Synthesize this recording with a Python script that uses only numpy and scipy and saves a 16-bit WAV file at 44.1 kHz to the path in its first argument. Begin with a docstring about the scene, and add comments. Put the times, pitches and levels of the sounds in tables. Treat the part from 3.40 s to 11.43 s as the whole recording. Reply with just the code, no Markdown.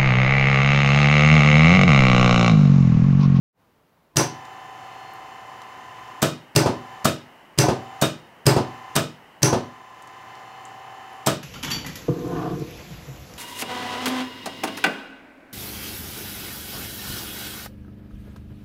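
"""A tiled room hums quietly as a phone microphone fades in on a sheet-metal bench with a contactor and small motor.
First pull-in: steel cracks on steel, the bench booms, and the motor growls and thumps on its feet from rest.
It whines through a long run, with light plastic ticks, until a duller drop-out.
Three short runs follow, each started while the motor still coasts; a fifth start leads to a last long run.
After the final drop-out the coasting motor dies away. Lines, filtered noise and decaying modes make the sounds."""
import sys
import numpy as np
from scipy import signal
from scipy.fft import rfft, irfft
from scipy.io import wavfile
from scipy.ndimage import uniform_filter1d

SR = 44100
rng = np.random.default_rng(int(sys.argv[2]) if len(sys.argv) > 2 else 0)


def wav_out(sig):
    """Save sig, one row per channel (or a flat mono array), as 16-bit PCM at SR to the path in sys.argv[1]."""
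    wavfile.write(sys.argv[1], SR, np.round(np.clip(np.atleast_2d(sig).T, -1, 1) * 32767).astype(np.int16))


N = 354078
TIME = np.arange(N) / SR
AGE = np.arange(SR // 2) / SR  # seconds since a blow

# Columns named level_db are relative wherever a function adds its own level.
# Quiet room tone: pitch_hz, level_db
ROOM_COLOUR = [(30, -6), (100, -3.5), (150, -1), (220, -2.5), (350, -5.5), (1000, -6.5), (1400, -12.5),
               (3000, -21), (8000, -32), (15500, -27.5)]
ROOM_DB = -62
# Decay of the tiled room: pitch_hz, t60_s
ROOM_DECAY = [(80, 0.31), (250, 0.37), (700, 0.24), (1500, 0.28), (4000, 0.32), (8000, 0.23), (15000, 0.2)]
# Light plastic ticks: start_s, level_db, pitch_hz, half_width_hz
PLASTIC_TICKS = [(1.052, -42.5, 4500, 3500), (1.736, -49, 12100, 2500), (2.218, -44, 5500, 4000),
                 (6.623, -45, 7000, 4500), (6.674, -46.5, 6000, 4000), (6.953, -48, 4000, 3000),
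                 (7.253, -39, 7410, 900), (7.729, -51, 11010, 700)]

# Magnet closes: start_s, force_db, bench_boom_db, pole_zing_db
PULL_INS = [(0.7682, -.5, -16, -17.5), (3.1607, .3, -10.8, -25), (4.1860, .3, -13, -21),
            (5.0655, .8, -9, -38), (6.0293, -1.4, -12.5, -16.5)]
# Spring throws the armature back on its stop: start_s, crack_db, spring_ring_db
DROP_OUTS = [(2.8250, -12, -29.5), (3.6521, -10, -31.5), (4.6204, -13, -28.5), (5.5604, -11.5, -30.5),
             (7.8690, -12.5, -31.5)]

# Bearings and fan while fed: pitch_hz, level_db
FED_COLOUR = [(40, -22), (110, -5.5), (200, -11), (370, -5), (500, -7.5), (850, -6.5), (1200, -1),
              (1450, -7.5), (1950, -9), (2300, -12.5), (3050, -12.5), (3400, -21), (5500, -22.5),
              (9000, -33), (15500, -34.5)]
FED_NOISE_DB = -47
# Bearings and fan while coasting: pitch_hz, level_db
COAST_COLOUR = [(40, -11), (110, -11.5), (200, -2.5), (500, -4.5), (900, 1.5), (1400, -8), (2000, -4.5),
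                (2400, -14), (3000, -6), (3400, -22), (5500, -26), (9000, -30.5), (15500, -31.5)]
# Rasp of the stator sheets: pitch_hz, half_width_hz, level_db
STATOR_PEAKS = [(770, 120, 2.5), (1053, 27, 4.5), (1820, 140, -6), (3010, 130, -14), (6440, 37, -24.5),
                (7150, 38, -21.5)]
# Level of the running motor, which dips shortly after the last start and recovers: time_s, level_db
RUNNING_LEVEL = [(5.9, 1), (6.45, -3.5), (6.9, 0)]

MAINS_HZ = 60
SHAFT_HZ, ROTOR_SLOTS = 29.87, 30  # turns per second at full speed
# Whine: slot tone, the pair split off it by the pulsing field, the outer pair from the rotor's wobble
SLOT_DB, PAIR_DB, WOBBLE_DB = -56.5, -49.6, -54.2
# The lower and upper sides slowly trade strength: period, a moment when the lower leads, depth
BEAT_S, LOWER_LEADS_S, BEAT_DB = 3.1, 1.37, 2.0
SIDE_TONE_DB = -5.5  # step to the side tones of the slot and wobble tones
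FLUTTER_RAD = .15  # spread of the phase flutter, roughly
HUM_DB = -63.5  # hum of the iron
# Further magnetic tones of the frame at full speed: pitch_hz, level_db, side_tone_step_db
FRAME = [(859, -57, -20), (1761, -59, -8), (1791, -62, -10), (1809, -65, -15), (1954, -66, -10),
         (2082, -60.5, -6), (2670, -67.5, -2), (2794, -67.5, -10), (3037, -62, -3), (3585, -71, -9),
         (6390, -73, -9), (7079, -76, -12), (7165, -73, -12), (10869, -83, -6)]
# Thin tone that swells in the long runs: time_s, level_db
THIN_SWELL = [(1.3, -79), (1.65, -64), (2.15, -78), (6.7, -79.5), (7.1, -68), (7.5, -77)]
THIN_HZ = 4270  # at full speed

# Jolt of a start, from rest and with the shaft still turning: growl_db, knock_db, boom_db
REST_JOLT = (-22, -13, -23)
TURNING_JOLT = (-20, -9.6, -13.6)
# Time from pull-in, from rest and turning: growl_peak_s, landing_s
REST_DELAYS = (.033, .028)
TURNING_DELAYS = (.056, .098)
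# Growl of the motor frame: pitch_hz, half_width_hz, level_db
GROWL_PEAKS = [(327, 25, 3), (387, 14, -2.5), (560, 26, -6.5), (717, 24, -1), (874, 46, -4.5),
               (1013, 41, 0)]
# Motor landing on the bench: pitch_hz, level_db
THUD_COLOUR = [(35, -32.5), (80, 2), (400, 4.5), (950, 1.5), (1300, -8), (2000, -17), (5000, -19),
               (9000, -26.5), (15500, -42)]
FOOT_HZ, FOOT_S = 560, .0055  # pitch and length of the foot's contact

# Bench top and rail: pitch_hz, t60_s before damping, pull_in_db, drop_out_db, motor_db
BENCH_MODES = [(108, 0.49, -9.5, -16.5, -13.5), (129.4, 0.38, 2, -6, -10), (153.7, 0.4, -2, -1, -21),
               (199.5, 0.32, -16.5, -3.5, -9.5), (245.3, 0.46, -12, -6, -5.5),
               (315.9, 0.36, -2.5, -3.5, -14.5), (362, 0.32, -5, -13, -3.5), (397, 0.41, -8.5, -15.5, -17),
               (416.3, 0.18, 0, -16.5, -8), (527, 0.21, -17, -9.5, -12.5), (567, .3, -6.5, -7.5, -5),
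               (616, 0.28, -8, -2, -9.5), (659, 0.28, -21, -4.5, -5), (740, 0.37, -25, -28, -6.5),
               (860, 0.24, -11, -28, -7), (948, 0.2, -18, -20, -8.5), (982, .3, -16, -28, -16.5),
               (1222, 0.34, -15, -14, -14), (1285, 0.33, -18.5, -8.5, -19.5), (1476, 0.26, -37, -19, -23),
               (1510, 0.41, -19.5, -22.5, -20)]
# Armature hitting its stop: pitch_hz, level_db
OPEN_CRACK_COLOUR = [(300, -1), (700, 0.5), (1400, 1.5), (2200, -16), (3800, -10.5), (6500, -9.5),
                     (8700, -6), (9600, -19), (15500, -13)]
# Housing under a drop-out: pitch_hz, level_db
OPEN_HOUSING_COLOUR = [(30, -45), (80, -3), (550, 1.5), (850, -6), (1300, -3), (2100, -15), (2900, -9.5),
                       (4500, -16), (5100, -12.5), (6200, -15), (8700, -14), (9400, -27), (11000, -19),
                       (15500, -26.5)]
# Return spring and contact bridges: pitch_hz, half_width_hz, level_db
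SPRING_PEAKS = [(2454, 24, 6), (2900, 44, -2.5), (3713, 37, 7), (4360, 30, -8), (5120, 46, -2),
                (6830, 30, -10.5), (8800, 58, -10)]
# The spring's force is the same at every drop-out
OPEN_HOUSING_DB, OPEN_BENCH_DB, SCRAPE_DB = -16, -15, -19.5

# Steel meeting steel, also sliding and scraping contacts: pitch_hz, level_db
CLOSE_CRACK_COLOUR = [(300, 3.5), (1500, -4), (3000, -3), (4800, 0), (6500, -1.5), (8500, 1), (9500, -6),
                      (12000, -7.5), (15500, -14.5)]
# Housing under a pull-in: pitch_hz, level_db
CLOSE_HOUSING_COLOUR = [(35, -37), (85, 1), (400, -2.5), (1000, -5.5), (1700, -4), (2100, -8), (2500, -8),
                        (3500, -12.5), (4800, -12.5), (7000, -16), (8500, -10), (9400, -22), (12500, -17),
                        (15500, -24)]
# Laminated steel core: pitch_hz, half_width_hz, level_db
CORE_PEAKS = [(1492, 15, 0), (2338, 20, -6), (2710, 26, -2.5), (4437, 29, 1.5), (4980, 60, 2.5),
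              (5460, 50, -6), (7460, 110, -4.5), (8570, 60, -6)]
# Pole faces meeting edge first: pitch_hz, half_width_hz, level_db
POLE_PEAKS = [(5790, 120, -1.5), (6024, 45, -2.5), (6330, 55, 0.5), (10440, 110, -9)]
# Parts of a pull-in at force 0 dB
CLOSE_CRACK_DB, CLOSE_HOUSING_DB, CORE_DB = -10.7, -15.1, -24.5


def undb(db):
    """Decibels to gain."""
    return 10 ** (np.asarray(db) / 20)


def unit(x):
    """Scale to rms 1."""
    return x / np.sqrt(np.mean(x ** 2))


def shape(x, points):
    """Colour x by (Hz, dB) points, joined along log frequency; rms 1."""
    hz, db = np.transpose(points)
    f = np.fft.rfftfreq(len(x), 1 / SR) + 1  # +1 avoids log(0)
    gain = undb(np.interp(np.log(f), np.log(hz), db))
    return unit(irfft(rfft(x) * gain, len(x)))


def resonate(x, peaks):
    """Pass x through (Hz, half width Hz, dB) resonances with steep skirts; rms 1."""
    f = np.fft.rfftfreq(len(x), 1 / SR)
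    gain = sum(undb(db) / (1 + ((f - hz) / width) ** 2) for hz, width, db in peaks)
    return unit(irfft(rfft(x) * gain, len(x)))


def noise(size=len(AGE)):
    """White noise."""
    return rng.standard_normal(size)


def walk(rate):
    """Smooth random drift with a spread near 1, through `rate` knots per second."""
    knots = noise(size=512)
    drift = np.interp(TIME * rate, np.arange(512), knots)
    return uniform_filter1d(drift, int(SR / rate / 2)) * 1.3


def add(out, s, x):
    """Mix x into out at time s."""
    i = int(s * SR)
    out[i:i + len(x)] += x[:N - i]


def burst(x, length):
    """A short contact: x swells and dies within length seconds."""
    return x * np.sin(np.pi * np.minimum(AGE / length, 1)) ** 2


def die_away(t60):
    """Exponential decay by 60 dB in t60 seconds."""
    return np.exp(-np.log(1000) * AGE / t60)


def ring_out(x, build):
    """Reflections pile up over build seconds, while each band dies at the room's rate."""
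    hz, t60 = np.transpose(ROOM_DECAY)
    log_f = np.log(np.fft.rfftfreq(len(x), 1 / SR) + 1)
    spectrum = rfft(x)
    tail = 0
    for pick, band_t60 in zip(np.eye(len(hz)), t60):  # overlapping triangular bands
        band = irfft(spectrum * np.interp(log_f, np.log(hz), pick), len(x))
        tail = tail + band * die_away(band_t60)
    return tail * (1 - np.exp(-AGE / build))


def path_noise(path, fresh=0.62):
    """The same echo pattern for each blow from one spot, altered by how the parts bounce."""
    return path + fresh * noise()


def bench(drive_db, phases, build, damping=0.97, scatter_db=1.0, detune=.003):
    """The bench's modes after one blow; no two blows share their strength quite alike."""
    hz, t60 = np.array(BENCH_MODES)[:, :2].T
    size = undb(drive_db + scatter_db * noise(size=len(hz))) / np.linalg.norm(undb(drive_db))
    hz = hz * (1 + detune * noise(size=len(hz)))
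    swings = np.sin(2 * np.pi * (np.outer(AGE, hz) + phases))
    decays = np.exp(-np.log(1000) * np.outer(AGE, damping / t60))
    return np.sqrt(2) * (swings * decays) @ size * (1 - np.exp(-AGE / build))


def room_tone():
    """The quiet room: coloured noise that drifts slightly in level."""
    return undb(ROOM_DB + 0.43 * walk(4.9)) * shape(noise(size=N), ROOM_COLOUR)


def plastic_ticks():
    """Light, dry plastic ticks with a faint room tail."""
    out = np.zeros(N)
    for s, db, hz, width_hz in PLASTIC_TICKS:
        tick = resonate(noise(), [(hz, width_hz, 0)])
        dry_tick = tick * np.exp(-AGE / 0.0023)
        tail = undb(-18) * ring_out(tick, build=.003)
        add(out, s, undb(db) * (dry_tick + tail))
    return out


def drive(run_up=.03, coast=1.2, field_decay=0.019):
    """Magnetic field and shaft speed (0-1) approach full and die exponentially; time constants in s."""
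    field, speed = np.zeros(N), np.zeros(N)
    for on, off in zip(PULL_INS, DROP_OUTS):
        fed, free = TIME >= on[0], TIME >= off[0]
        field[fed] = 1 - np.exp(-(TIME[fed] - on[0]) / run_up)
        speed[fed] = 1 - (1 - speed[fed][0]) * (1 - field[fed])  # picks up from the coasting speed
        field[free] = np.exp(-(TIME[free] - off[0]) / field_decay)
        speed[free] = np.exp(-(TIME[free] - off[0]) / coast)
    return field, speed


def whine(spin, waver_db=1.1, count=3):
    """Rotor slots pass the stator; the field splits their tone by twice the mains, the wobble by one more turn."""
    def tone(hz, db):
        """A wavering sine whose pitch follows the shaft; hz at full speed."""
        level = undb(db + waver_db * walk(1.996))
        return level * np.sin(2 * np.pi * (hz * spin + rng.random()) + FLUTTER_RAD * walk(25))

    slot_hz = ROTOR_SLOTS * SHAFT_HZ
    beat_db = BEAT_DB * np.cos(2 * np.pi * (TIME - LOWER_LEADS_S) / BEAT_S)
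    total = tone(2 * MAINS_HZ, HUM_DB) + tone(THIN_HZ, np.interp(TIME, *np.transpose(THIN_SWELL)))
    tones = [(slot_hz, SLOT_DB, SIDE_TONE_DB), *FRAME]
    for side in (-1, 1):  # below and above the slot tone
        total += tone(slot_hz + side * 2 * MAINS_HZ, PAIR_DB - side * beat_db)
        wobble_hz = slot_hz + side * (2 * MAINS_HZ + SHAFT_HZ)
        tones.append((wobble_hz, WOBBLE_DB - side * beat_db, SIDE_TONE_DB))
    for hz, db, step_db in tones:
        for k in range(count):  # the tone, then side tones one mains frequency apart below it
            total += tone(hz - k * MAINS_HZ, db + k ** 1.5 * step_db)
    return np.sqrt(2) * total


def motor(rasp_db=-53.5):
    """Whine, rasp and loaded bearings follow the field; coasting noise follows the shaft, partly repeating every turn."""
    field, speed = drive()
    spin = np.cumsum(speed * (1 + 0.00044 * walk(5))) / SR  # seconds' worth of full-speed turning
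    throb = 1 + 0.3 * np.sin(2 * np.pi * 2 * MAINS_HZ * TIME)
    rasp = undb(rasp_db) * resonate(noise(size=N), STATOR_PEAKS) * throb
    turn = noise(size=int(SR / SHAFT_HZ))
    rolling = turn[(spin * SHAFT_HZ % 1 * len(turn)).astype(int)]  # one pattern per turn
    loaded = undb(FED_NOISE_DB) * shape(noise(size=N) + .4 * rolling, FED_COLOUR)
    free = undb(-48.5) * shape(noise(size=N) + .5 * rolling, COAST_COLOUR)
    running_gain = undb(np.interp(TIME, *np.transpose(RUNNING_LEVEL)))
    fed = running_gain * field * (whine(spin) + rasp + loaded * undb(0.35 * walk(12)))
    return fed + (1 - field) * speed * free


def jolts():
    """Each pull-in with its jolt: the first finds the motor at rest, the later ones find it coasting."""
    first, *later = (row[0] for row in PULL_INS)
    return [(first, REST_DELAYS, REST_JOLT)] + [(s, TURNING_DELAYS, TURNING_JOLT) for s in later]


def inrush(rise=0.013, fall=0.042, throb=0.44):
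    """The heavy starting current shakes the motor frame twice per mains cycle, in a growl that swells and dies."""
    level = np.zeros(N)
    for start, (delay, _), (growl_db, _, _) in jolts():
        past_peak = TIME - start - delay
        level += undb(growl_db) * np.exp(np.minimum(past_peak / rise, -past_peak / fall))
    shaking = 1 + throb * np.sin(2 * np.pi * 2 * MAINS_HZ * TIME)
    return level * resonate(noise(size=N), GROWL_PEAKS) * shaking


def thumps():
    """The heavy motor lands on the bench: a soft contact of a few swings, with little treble."""
    out, path, phases = np.zeros(N), noise(), rng.random(len(BENCH_MODES))
    drive_db = np.array(BENCH_MODES)[:, 4]
    for start, (_, delay), (_, knock_db, boom_db) in jolts():
        s = start + delay
        knock = burst(np.sin(2 * np.pi * FOOT_HZ * AGE), length=FOOT_S)
        add(out, s - .001, undb(knock_db) * knock)
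        thud = undb(-2.5) * ring_out(shape(path_noise(path), THUD_COLOUR), build=.001)
        modes = undb(-6.5) * bench(drive_db, phases, build=0.0023)
        add(out, s, undb(boom_db) * (thud + modes))
    return out


def drop_outs(travel=.0065, spring_t60=0.35):
    """The contacts scrape apart, then the armature knocks against the plastic housing and the spring rings on."""
    out, path, phases = np.zeros(N), noise(), rng.random(len(BENCH_MODES))
    drive_db = np.array(BENCH_MODES)[:, 3]
    for s, crack_db, spring_db in DROP_OUTS:
        scrape = burst(shape(noise(), CLOSE_CRACK_COLOUR), length=0.011)
        add(out, s - travel - .002, undb(SCRAPE_DB) * scrape)
        crack = burst(shape(noise(), OPEN_CRACK_COLOUR), length=0.0091)
        add(out, s - .001, undb(crack_db) * crack)
        housing = ring_out(shape(path_noise(path), OPEN_HOUSING_COLOUR), build=0.0031)
        add(out, s, undb(OPEN_HOUSING_DB) * housing)
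        add(out, s, undb(OPEN_BENCH_DB) * bench(drive_db, phases, build=0.0011, damping=1.18))
        add(out, s, undb(spring_db) * resonate(noise(), SPRING_PEAKS) * die_away(spring_t60))
    return out


def pull_ins(travel=.0092):
    """The coil snatches the armature, which slides for a moment and slams on the core."""
    out, path, phases = np.zeros(N), noise(), rng.random(len(BENCH_MODES))
    drive_db = np.array(BENCH_MODES)[:, 2]
    for s, force_db, bench_db, zing_db in PULL_INS:
        snatch = undb(-29.5) * shape(noise(), CLOSE_HOUSING_COLOUR) * np.exp(-AGE / 0.0067)
        recoil = undb(-22.5) * np.sin(2 * np.pi * 150 * AGE) * np.exp(-AGE / 0.011)
        slide = undb(-25) * burst(shape(noise(), CLOSE_CRACK_COLOUR), length=0.024)
        add(out, s - travel, snatch + recoil + slide)
        core = undb(CORE_DB + 2 * force_db) * resonate(path_noise(path), CORE_PEAKS)
        steel = core + undb(zing_db) * resonate(path_noise(path), POLE_PEAKS)
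        crack = undb(CLOSE_CRACK_DB + force_db) * shape(noise(), CLOSE_CRACK_COLOUR)
        add(out, s - .001, burst(crack + 2 * steel, length=0.0069))
        housing = undb(CLOSE_HOUSING_DB + force_db) * shape(path_noise(path), CLOSE_HOUSING_COLOUR)
        add(out, s, ring_out(housing + steel, build=0.013))
        add(out, s, undb(bench_db) * bench(drive_db, phases, build=.005))
    return out


def scene():
    """Switchgear and motor over the quiet room, in one channel."""
    background = room_tone() + plastic_ticks()
    machine = motor() + inrush() + thumps()
    contactor = drop_outs() + pull_ins()
    return (background + machine + contactor)[None]


def record(dry):
    """The phone microphone fades in, thins the deep bass, rounds the highest peaks and cuts the top."""
    fade = np.clip((TIME - .12) / 0.083, 0, 1) ** 2
    bass_cut = signal.butter(2, 50, "high", fs=SR, output="sos")
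    thinned = signal.sosfilt(bass_cut, dry * fade)
    rounded = 1.3 * np.tanh(thinned / 1.3)
    top_cut = signal.ellip(8, .2, 70, 15600, fs=SR, output="sos")
    return signal.sosfilt(top_cut, rounded)


dry = scene()
out = record(dry)
wav_out(out)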